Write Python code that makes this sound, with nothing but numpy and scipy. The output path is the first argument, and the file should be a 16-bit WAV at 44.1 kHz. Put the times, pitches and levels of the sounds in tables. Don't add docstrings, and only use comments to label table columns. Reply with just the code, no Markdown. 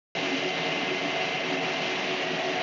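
import sys
import numpy as np
from scipy import signal
from scipy.fft import rfft, irfft, next_fast_len
from scipy.io import wavfile
from scipy.ndimage import uniform_filter1d

SR = 44100
rng = np.random.default_rng(int(sys.argv[2]) if len(sys.argv) > 2 else 0)


def transcribe(signal):
    frames = np.atleast_2d(signal).T
    limited = np.clip(frames, -1, 1)
    pcm = np.round(limited * 32767).astype(np.int16)
    wavfile.write(sys.argv[1], SR, pcm)


N = 115542
TIME = np.arange(N) / SR


def amp(db):
    return 10 ** (np.asarray(db) / 20)


def rms_one(x):
    return x / np.sqrt(np.mean(x ** 2) + 1e-20)


def in_time(rows):
    s, *columns = np.transpose(rows)
    return [np.interp(TIME, s, c) for c in columns]


def drift(rate_hz):
    step = 40
    r = np.exp(-2 * np.pi * rate_hz * step / SR)
    settle = 2000
    noise = rng.standard_normal(N // step + 2 + settle)
    slow = signal.lfilter([1], [1, -2 * r, r * r], noise)[settle:]
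    return np.interp(np.arange(N) / step, np.arange(len(slow)), rms_one(slow))


def tone(hz, level_db, waver=1):
    pitch_hz = hz + waver * 0.68 * drift(4.3)
    phase = 2 * np.pi * (np.cumsum(pitch_hz) / SR + rng.random())
    wavering_db = level_db + waver * 1.0 * drift(4)
    return np.sqrt(2) * amp(wavering_db) * np.sin(phase)


def ringing(hz, width_hz):
    r = np.exp(-np.pi * width_hz / SR)
    zeros, poles = [1, 0, -1], [1, -2 * r * np.cos(2 * np.pi * hz / SR), r * r]
    once = signal.lfilter(zeros, poles, rng.standard_normal(N))
    return rms_one(signal.lfilter(zeros, poles, once))


# start_s [s], level_db [dB]
ROAR_LEVEL = [(0.16, -31), (0.17, -29), (0.47, -28.5), (0.53, -31), (0.57, -28), (1.51, -28.5),
              (1.54, -26.5), (1.6, -32.5), (1.62, -27.5), (2.6, -28.5)]
# pitch_hz [Hz], level_db [dB per Hz]
ROAR_COLOUR = [(18, -80), (30, -56), (74, -36), (151, -5.5), (322, -5.5), (367, -4.5), (501, -7.5),
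               (668, -1.5), (872, -8.5), (1520, -11), (2020, -9), (2820, -4.5), (3600, -15), (6000, -25.5),
               (7800, -47.5), (13200, -120)]
# pitch_hz [Hz], gain_db [dB]
TOP_COLOUR = [(5500, -5), (6300, -1.5), (6800, -1.5), (7100, -1.5), (7400, -13.5)]
# start_s [s], rattle_db [dB], grit_db [dB]
BRIGHT = [(.15, -0.5, 5), (.4, -1.5, 4.5), (.65, 0.5, 3.5), (.85, 0, 1), (1.0, -2, 1), (1.2, -1, 2),
          (1.5, -2.5, 1), (1.8, -2, 2), (2.05, -0.5, 3), (2.3, -2, 1), (2.62, -1.5, 2.5)]
ROAR_DB = -3.5
PATCHY_DB, FLICKER_DB = 1.0, 0.72
THROB_HZ, THROB_DEPTH = 22, 0.061


def roar():
    size = next_fast_len(N)
    octave = np.log2(np.arange(size // 2 + 1) * SR / size + 1)
    colour_db = 0
    for curve in [ROAR_COLOUR, TOP_COLOUR]:
        hz, db = np.transpose(curve)
        colour_db = colour_db + np.interp(octave, np.log2(hz), db)
    noise = rfft(rng.standard_normal(size)) * amp(colour_db)
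    throb = THROB_DEPTH * np.sin(2 * np.pi * np.cumsum(THROB_HZ + drift(2)) / SR)
    rattle_db, grit_db = in_time(BRIGHT)
    out = 0
    for centre in np.arange(4, 14, .5):
        band = irfft(noise * np.clip(1 - 2 * abs(octave - centre), 0, 1), size)[:N]
        bright_db = grit_db if centre >= 12 else rattle_db * (centre >= 11)
        unsteady_db = PATCHY_DB * drift(6.8) + FLICKER_DB * drift(25)
        pulse = 1 + throb * (centre > 10)
        out = out + band * amp(bright_db + unsteady_db) * pulse
    level_db, = in_time(ROAR_LEVEL)
    return amp(level_db + ROAR_DB) * rms_one(out)


PANEL_HZ = [168, 463, 558, 645, 741, 830, 1655, 1810, 2460, 2620, 2685, 2757, 2898, 3045, 3230, 3900, 4700,
            5640]
# [dB rms, before swells and surges]
PANELS = [(30.4, -48.5), (12, -49.5), (25.4, -49), (44.7, -44), (29.3, -41.5), (103, -49.5), (26, -50.5),
          (40, -49.5), (40, -50), (16, -59.5), (27, -50.5), (31, -46.5), (30, -49), (85, -47.5), (80, -52),
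          (100, -51.5), (200, -60.5), (220, -57)]
# start_s [s], gain_db [dB]
SURGE = [(.15, -1), (.4, -1.5), (.58, -1.5), (.72, 4), (.9, -4), (1.0, -5), (1.15, 6.5), (1.3, -2.5),
         (1.55, 0.5), (1.75, -1), (1.9, 1.5), (2.1, 0.5), (2.3, -1.5), (2.62, 6)]


def panels():
    surge_db, = in_time(SURGE)
    out = 0
    for hz, (width_hz, level_db) in zip(PANEL_HZ, PANELS):
        swell_db = 1.0 * drift(4.0)
        body_db = surge_db * (600 < hz < 800)
        out = out + amp(level_db + body_db + swell_db) * ringing(hz, width_hz)
    return out


# start_s [s], level_db [dB rms]
BOOM = [(0.16, -47), (0.23, -33.5), (0.29, -44), (0.34, -29), (0.41, -48), (0.45, -34), (0.49, -48.5),
        (0.83, -37.5), (1.02, -45), (1.06, -32.5), (1.11, -43.5), (1.46, -45.5), (1.52, -33.5), (1.72, -47),
        (2.39, -41), (2.43, -56), (2.51, -35.5), (2.6, -53)]


def boom():
    ring = ringing(278, width_hz=23)
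    power = uniform_filter1d(ring ** 2, size=2000)
    even = ring / np.sqrt(power + 0.15)
    level_db, = in_time(BOOM)
    return amp(level_db) * rms_one(even)


# start_s [s], mesh_db [dB rms], third_lower_sideband_db [dB rms]
WHINE = [(.15, -41, -66.5), (.6, -39.5, -57), (1.2, -39, -53), (1.6, -41.5, -53), (2.0, -40.5, -52),
         (2.3, -50.5, -41.5), (2.62, -43, -45.5)]
SIDEBAND_ORDERS = [-4, -2, 1, 3, 4, 7]
SIDEBAND_DB = [-57, -54, -53, -55, -55, -56]
MESH_HZ, SHAFT_HZ = 2072.6, 48.6


def gearbox():
    mesh_db, third_db = in_time(WHINE)
    mesh = tone(MESH_HZ, mesh_db, waver=.3)
    third = tone(MESH_HZ - 3 * SHAFT_HZ, third_db, waver=.3)
    others = sum(tone(MESH_HZ + k * SHAFT_HZ, db) for k, db in zip(SIDEBAND_ORDERS, SIDEBAND_DB))
    return mesh + third + others


# start_s [s], level_db [dB rms]
HUM = [(0.16, -45), (0.33, -33.5), (0.38, -48.5), (0.46, -30.5), (0.57, -51), (0.63, -38), (0.66, -50),
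       (0.72, -36.5), (0.8, -45), (0.85, -51), (0.92, -31), (1.0, -45), (1.13, -36.5), (1.17, -52.5),
       (1.23, -37), (1.29, -58), (1.33, -36), (1.38, -45), (1.56, -33), (1.61, -49), (1.67, -37),
       (1.71, -36), (1.76, -53.5), (1.86, -38), (2.01, -46), (2.15, -33.5), (2.24, -46), (2.31, -34),
       (2.43, -42.5), (2.46, -34.5), (2.57, -39.5), (2.6, -43)]


def hum():
    level_db, = in_time(HUM)
    return tone(371.5, level_db)


PUMP_ORDERS = [2, 3, 4]
PUMP_DB = [-45.5, -42.5, -58.5]
PUMP_HZ = 224.8


def pump():
    return sum(tone(k * PUMP_HZ, db) for k, db in zip(PUMP_ORDERS, PUMP_DB))


RATTLES_PER_S, RATTLE_T60_S, RATTLE_DB = 350, .05, -41
RATTLE_CENTRE_HZ, RATTLE_TILT_DB = 2600, 16


def rattle():
    parts = 30
    strength = amp(3 * np.minimum(rng.exponential(1, N), 2))
    knocks = (rng.random(N) < RATTLES_PER_S / SR) * strength
    dealt = rng.integers(0, parts, N)
    r = amp(-60 / (RATTLE_T60_S * SR))
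    out = 0
    for k, hz in enumerate(np.geomspace(1500, 5000, parts)):
        poles = [1, -2 * r * np.cos(2 * np.pi * hz / SR), r * r]
        ring = signal.lfilter([1, 0, -1], poles, knocks * (dealt == k) + 1e-18)
        loss_db = RATTLE_TILT_DB * abs(np.log2(hz / RATTLE_CENTRE_HZ))
        out = out + amp(-loss_db) * ring
    return amp(RATTLE_DB) * rms_one(out)


TONES_HZ = [125.2, 328, 1095.5, 1714.6, 2238.5]
TONES_DB = [-62, -53, -55, -55, -54]


def faint_tones():
    return sum(tone(hz, db) for hz, db in zip(TONES_HZ, TONES_DB))


def scene():
    rig = roar() + panels() + boom() + gearbox() + hum() + pump() + rattle() + faint_tones()
    return np.array([rig, rig])


START_S, CUTOFF_HZ = .1507, 7380


def record(dry):
    started = dry * (TIME > START_S)
    low_pass = signal.ellip(12, .3, 55, CUTOFF_HZ, fs=SR, output="sos")
    return signal.sosfilt(low_pass, started)


dry = scene()
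out = record(dry)
transcribe(out)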